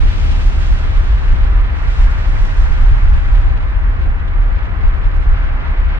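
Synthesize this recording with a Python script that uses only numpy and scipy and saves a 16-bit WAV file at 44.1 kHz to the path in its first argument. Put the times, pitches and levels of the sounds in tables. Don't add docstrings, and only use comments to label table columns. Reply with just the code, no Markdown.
import sys
import numpy as np
from scipy import signal
from scipy.fft import rfft, irfft
from scipy.io import wavfile
from scipy.ndimage import uniform_filter1d, minimum_filter1d

SR = 44100
rng = np.random.default_rng(int(sys.argv[2]) if len(sys.argv) > 2 else 0)


def dump(signal):
    limited = np.clip(np.atleast_2d(signal).T, -1, 1)
    pcm = np.round(limited * 32767).astype(np.int16)
    wavfile.write(sys.argv[1], SR, pcm)


N = 264159


def plume(roar_db, split_hz=1400):
    # freq_hz, gain_db
    spectrum = [(250, -11), (500, -4), (800, -0.5), (1100, 2), (1600, 2), (2100, -1.5), (2600, -8.5),
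                (3200, -16.5), (4500, -43), (9000, -71)]
    roar = colour(turbulence(), spectrum)
    low = signal.sosfiltfilt(signal.butter(2, split_hz, fs=SR, output="sos"), roar)
    flickering = low * undb(.75 * walk(20)) + (roar - low) * undb(.9 * walk(30))
    return flickering * undb(roar_db)


def charge(fizz_db):
    # freq_hz, gain_db
    spectrum = [(900, -14), (1800, -1), (2500, 1.5), (3200, -.5), (4000, -5), (5000, -13), (6300, -24),
                (8000, -39)]
    fizz = turbulence() + undb(-5) * grains(per_s=3000, spread_db=2.2)
    return colour(fizz, spectrum) * undb(fizz_db)


def sputter(fizz_db):
    # peak_s, rise_db
    spits = [(.896, 3), (2.387, 3.4), (2.51, 3), (3.137, 2.6), (3.355, 3.3), (3.575, 3), (3.608, 3.6),
             (3.707, 3.6), (3.997, 5), (4.037, 2.5), (4.06, 3), (4.283, 4), (4.412, 4.5), (4.567, 3),
             (4.588, 3), (4.656, 4), (4.811, 3), (4.938, 3.5), (5.041, 3.5), (5.166, 5.5)]
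    spit_db = sum(db * swell(s, rise_s=.0026, fall_s=.005) for s, db in spits)
    ragged_db = np.interp(fizz_db, [-46, -39], [1.4, .75])
    return ragged_db * walk(45) + spit_db


def vent(hiss_db):
    # freq_hz, gain_db
    spectrum = [(2500, -8), (4000, 3), (5500, 4.5), (7000, 0), (8500, -4.5), (9800, -12.5), (12000, -19),
                (14000, -25), (15000, -33)]
    hiss = turbulence() + undb(-8) * grains(per_s=900, spread_db=2.6)
    return colour(hiss, spectrum) * undb(hiss_db + .9 * walk(15))


def sizzle():
    # time_s, level_db
    envelope = [(0, -74), (.33, -70.5), (.55, -76), (1.45, -90), (1.7, -84), (1.8, -71), (2, -74),
                (2.12, -76), (2.35, -66), (2.7, -65), (2.85, -69), (3.7, -83), (4.3, -83.5), (5.2, -77.5),
                (5.5, -78.5), (5.95, -84)]
    # freq_hz, gain_db
    spectrum = [(6500, -1.5), (8500, 3.5), (10000, -2), (12000, 0.5), (13500, 1.5), (15000, -5.5)]
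    (sizzle_db,) = curves(envelope)
    sparks = turbulence() + undb(-4) * grains(per_s=1500, spread_db=3)
    return colour(sparks, spectrum) * undb(sizzle_db + walk(20))


def wind():
    # time_s, level_db
    gusts = [(0, -34), (.42, -31), (.6, -33), (1.05, -36.5), (1.35, -33.5), (1.65, -37), (2, -35.5),
             (2.55, -36), (2.88, -37), (3.1, -40), (3.45, -35), (3.75, -38), (4.05, -36), (4.6, -36.5),
             (5.2, -36.5), (5.55, -35.5), (5.95, -36)]
    # peak_s, level_db, duration_factor
    big_eddies = [(.035, -5.5, 1.4), (.48, -2, 0.4), (.57, -7, 0.45), (.73, -9.5, 0.68), (.89, -15.5, 0.75),
                  (.99, -9, 0.58), (1.139, -8, 0.93), (1.321, 0.5, 0.44), (1.44, -4.5, 0.48),
                  (1.59, -6.5, 1.1), (1.879, -5.5, 0.37), (2.052, -1.5, 0.85), (2.29, -13, 0.73),
                  (2.431, -8.5, 0.83), (2.63, -2, 0.59), (2.73, -3, 0.32), (2.9, 0, 1.27),
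                  (3.1, -5.5, 1.33), (3.32, -18, 4.3), (3.432, -7.5, 1.96), (3.759, -9, 0.39),
                  (3.89, -6, 0.43), (4.09, -10.5, 0.35), (4.39, -8, 0.65), (4.509, -8.5, 0.94),
                  (4.878, 3, 0.41), (5.07, -10, 0.48), (5.189, -8, 0.37), (5.311, -2, 0.51),
                  (5.822, -8, 0.63)]
    # peak_s, level_db, half_width_s
    small_eddies = [(.3, -15.5, 0.033), (.62, -21.5, 0.19), (0.949, -17.5, 0.059), (1.53, -21.5, 0.035),
                    (2, -18, 0.07), (2.38, -27, 0.045), (2.85, -12, 0.082), (3.099, -15.5, 0.11),
                    (3.371, -16, 0.035), (3.51, -20, 0.024), (3.98, -18.5, 0.035), (4.4, -22, 0.034),
                    (4.84, -21, 0.047), (5.28, -19.5, 0.059)]
    # centre_s, dip_db
    lulls = [(.425, 2.5), (.525, 7), (.65, 0.5), (.78, 0.5), (1.07, 2.5), (1.19, 2), (1.385, 2.5), (1.7, 2),
             (1.8, 3), (1.965, 5), (2.55, 5), (2.775, 7), (3, 7), (3.68, 1.5), (4.29, 3), (4.59, 6),
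             (4.82, 2), (4.969, 2.5), (5.245, 5), (5.58, 5), (5.66, 5)]
    # freq_hz, gain_db
    buffet_spectrum = [(12, -23), (16, -24), (22, -9.5), (27, -4.5), (33, 1), (42, -6), (54, -8.5),
                       (80, -41.5)]
    flutter_spectrum = [(30, -7), (46, -7), (55, -2), (66, 2), (80, -7), (100, -10.5), (130, -25),
                        (200, -39.5)]
    bluster_spectrum = [(80, -3.5), (110, 3), (150, 0.5), (200, -5.5), (280, -19), (450, -27)]
    breeze_spectrum = [(150, -1), (250, 3), (350, 1.5), (500, -3.5), (750, -4), (1200, -9.5),
                       (3000, -44.5)]

    (gust_db,) = curves(gusts)
    excess_db = gust_db - gust_db.mean()
    thumps = sum(undb(db) * swell(s, rise_s=size * .056, fall_s=size * .035) for s, db, size in big_eddies)
    flurries = sum(undb(db) * swell(s, width_s, width_s) for s, db, width_s in small_eddies)
    lull_db = sum(db * swell(s, rise_s=.014, fall_s=.014) for s, db in lulls)

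    buffet_gain = np.hypot(undb(-15.5 + .33 * excess_db), thumps)
    flutter_gain = np.hypot(undb(-17 + .45 * excess_db), flurries + undb(-17) * thumps)
    bluster_gain = np.hypot(undb(gust_db + 3), undb(-16) * flurries)
    buffet = even(eddies(buffet_spectrum), span_s=.073) * buffet_gain
    flutter = even(eddies(flutter_spectrum), span_s=.22) * flutter_gain
    bluster = eddies(bluster_spectrum) * bluster_gain
    breeze = eddies(breeze_spectrum) * undb(-36.5 + .65 * excess_db + .77 * walk(8.4))
    return (buffet + flutter) * undb(-lull_db) + bluster + breeze


def eddies(spectrum):
    # freq_hz, left_minus_right_db, coherence, left_lead_rad
    wind_ports = [(16, -14, 0.6, 0.94), (23, -2, 0.8, 0.32), (31, -1, 1, 0.11), (44.4, -2.5, 0.8, -.3),
                  (55, 7, 0.1, -1.1), (69, 8.5, 0.4, 0.14), (90.5, 9.5, 0.7, 0.58), (105, -4.5, 0.02, 0.32),
                  (137, -15.5, 0.87, 0.38), (218, -6.5, 0.05, 0.92), (490, -8, .05, 0.021)]
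    return colour(ports(turbulence(), wind_ports), spectrum)


def ports(pair, response):
    tilt_db, coherence, lead_rad = by_bin(response)
    coherence = np.clip(coherence, 0, 1)
    a, b = rfft(pair)
    shared = np.sqrt((1 + coherence) / 2) * a
    apart = np.sqrt((1 - coherence) / 2) * b
    left_share = 1 / (1 + undb(-tilt_db) ** 2)
    left = (shared + apart) * np.sqrt(2 * left_share)
    right = (shared - apart) * np.sqrt(2 * (1 - left_share)) * np.exp(-1j * lead_rad)
    return irfft(np.array([left, right]), N)


def turbulence():
    return rng.standard_normal((2, N))


def grains(per_s, spread_db):
    fires = rng.random(N) < per_s / SR
    size = undb(spread_db * np.minimum(rng.exponential(size=N), 5))
    return unit(fires * size * turbulence())


def walk(rate_hz):
    hz = np.arange(N // 2 + 1) * SR / N
    return unit(irfft(rfft(rng.standard_normal(N)) / (1 + (hz / rate_hz) ** 2), N))


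def swell(peak_s, rise_s, fall_s):
    since_s = np.arange(N) / SR - peak_s
    return np.exp(-.5 * (since_s / np.where(since_s < 0, rise_s, fall_s)) ** 2)


def even(x, span_s):
    span = max(int(span_s * SR), 1)
    power = np.mean(x ** 2, axis=0)
    return x / np.sqrt(uniform_filter1d(uniform_filter1d(power, span), span))


def colour(x, spectrum):
    hz = np.maximum(np.arange(N // 2 + 1) * SR / N, 1)
    ends = np.minimum(hz / spectrum[0][0], 1) * np.minimum(spectrum[-1][0] / hz, 1)
    (gain_db,) = by_bin(spectrum)
    return unit(irfft(rfft(x) * undb(gain_db) * ends ** 2, N))


def curves(table):
    time_s, *columns = np.transpose(table)
    return [np.interp(np.arange(N) / SR, time_s, column) for column in columns]


def by_bin(table):
    hz, *columns = np.transpose(table)
    log_bins = np.log(np.maximum(np.arange(N // 2 + 1) * SR / N, 1))
    return [np.interp(log_bins, np.log(hz), column) for column in columns]


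def undb(db):
    return 10 ** (np.asarray(db) / 20)


def unit(x):
    return x / np.sqrt(np.mean(x ** 2))


def scene():
    # time_s, roar_db, fizz_db, hiss_db
    burn = [(0, -34, -37, -48.5), (.33, -35, -36, -46.5), (.53, -34, -38.5, -47.5),
            (.72, -33.5, -38.5, -48.5), (1, -32.5, -38.5, -51.5), (1.4, -32.2, -40.5, -55),
            (1.7, -31.5, -42.5, -59.5), (1.95, -31, -39, -47.5), (2.2, -31, -40.5, -51.5),
            (2.62, -32, -40.5, -48.5), (2.76, -31, -40, -52), (3.3, -31.5, -42.5, -56.5),
            (3.85, -33.5, -47, -63.5), (4.3, -33.6, -49.5, -67), (4.85, -32.6, -46, -65),
            (5.22, -32.5, -47, -62), (5.38, -30.5, -42, -63), (5.52, -31, -45, -63.5),
            (5.95, -31, -44, -66)]
    # peak_s, roar_rise_db, fizz_rise_db, half_width_s
    surges = [(.11, .3, 1.8, .03), (.3, 0, 1.6, .025), (.4, 1.5, 0, .02), (.65, .5, 3, .028),
              (.81, 1.3, 1.2, .035), (2.02, .7, 1, .03), (2.13, 1.5, 0, .03), (2.2, .3, 2, .018),
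              (2.35, 1.2, .5, .03), (2.44, 0, 1.8, .02), (2.66, 1.8, .5, .022), (3.37, .3, 1.5, .035),
              (4.03, .7, 3.3, .02), (4.21, .4, 1.8, .03), (4.29, 0, 2, .015), (4.53, .8, 3, .07),
              (4.85, 1.2, 2.7, .04), (4.96, 1.2, 0, .02), (5.04, 1.3, 1, .025), (5.44, 1, .5, .03),
              (5.66, 1.8, 2, .035), (5.95, 1.2, 2, .035)]
    # freq_hz, left_minus_right_db, coherence, left_lead_rad
    burn_ports = [(450, -8, .35, -1.7), (750, -7, .42, -1.55), (1100, -5, .42, -1.7),
                  (1600, -.6, .45, -2.06), (2200, .7, .5, -2.5), (3200, 1, .5, -2.87),
                  (5000, 1, .46, -3.05), (10000, 0, .62, -3.14)]
    roar_db, fizz_db, hiss_db = curves(burn)
    puff_db = sum(db * swell(s, width_s, width_s) for s, db, _, width_s in surges)
    flare_db = sum(db * swell(s, width_s, width_s) for s, _, db, width_s in surges)
    sputter_db = sputter(fizz_db)
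    roar = plume(roar_db + puff_db)
    fizz = charge(fizz_db + flare_db + sputter_db)
    hiss = vent(hiss_db + .7 * flare_db + .35 * sputter_db)
    return ports(roar + fizz + hiss + sizzle(), burn_ports) + wind()


def record(dry):
    bass_hz, top_hz = 220, 15300
    ceiling, span = .91, int(.012 * SR)
    bass = signal.sosfiltfilt(signal.butter(4, bass_hz, fs=SR, output="sos"), dry)
    headroom = np.minimum(1, ceiling / np.maximum(np.abs(bass), 1e-9))
    gain = uniform_filter1d(minimum_filter1d(headroom, 2 * span), span)
    limited = np.clip(bass * gain + (dry - bass), -1, 1)
    edge_samples = np.minimum(np.arange(N), np.arange(N)[::-1])
    fade = np.sin(np.pi / 2 * np.minimum(edge_samples / 256, 1)) ** 2
    return signal.sosfilt(signal.ellip(8, .2, 70, top_hz, fs=SR, output="sos"), limited * fade)


dry = scene()
out = record(dry)
dump(out)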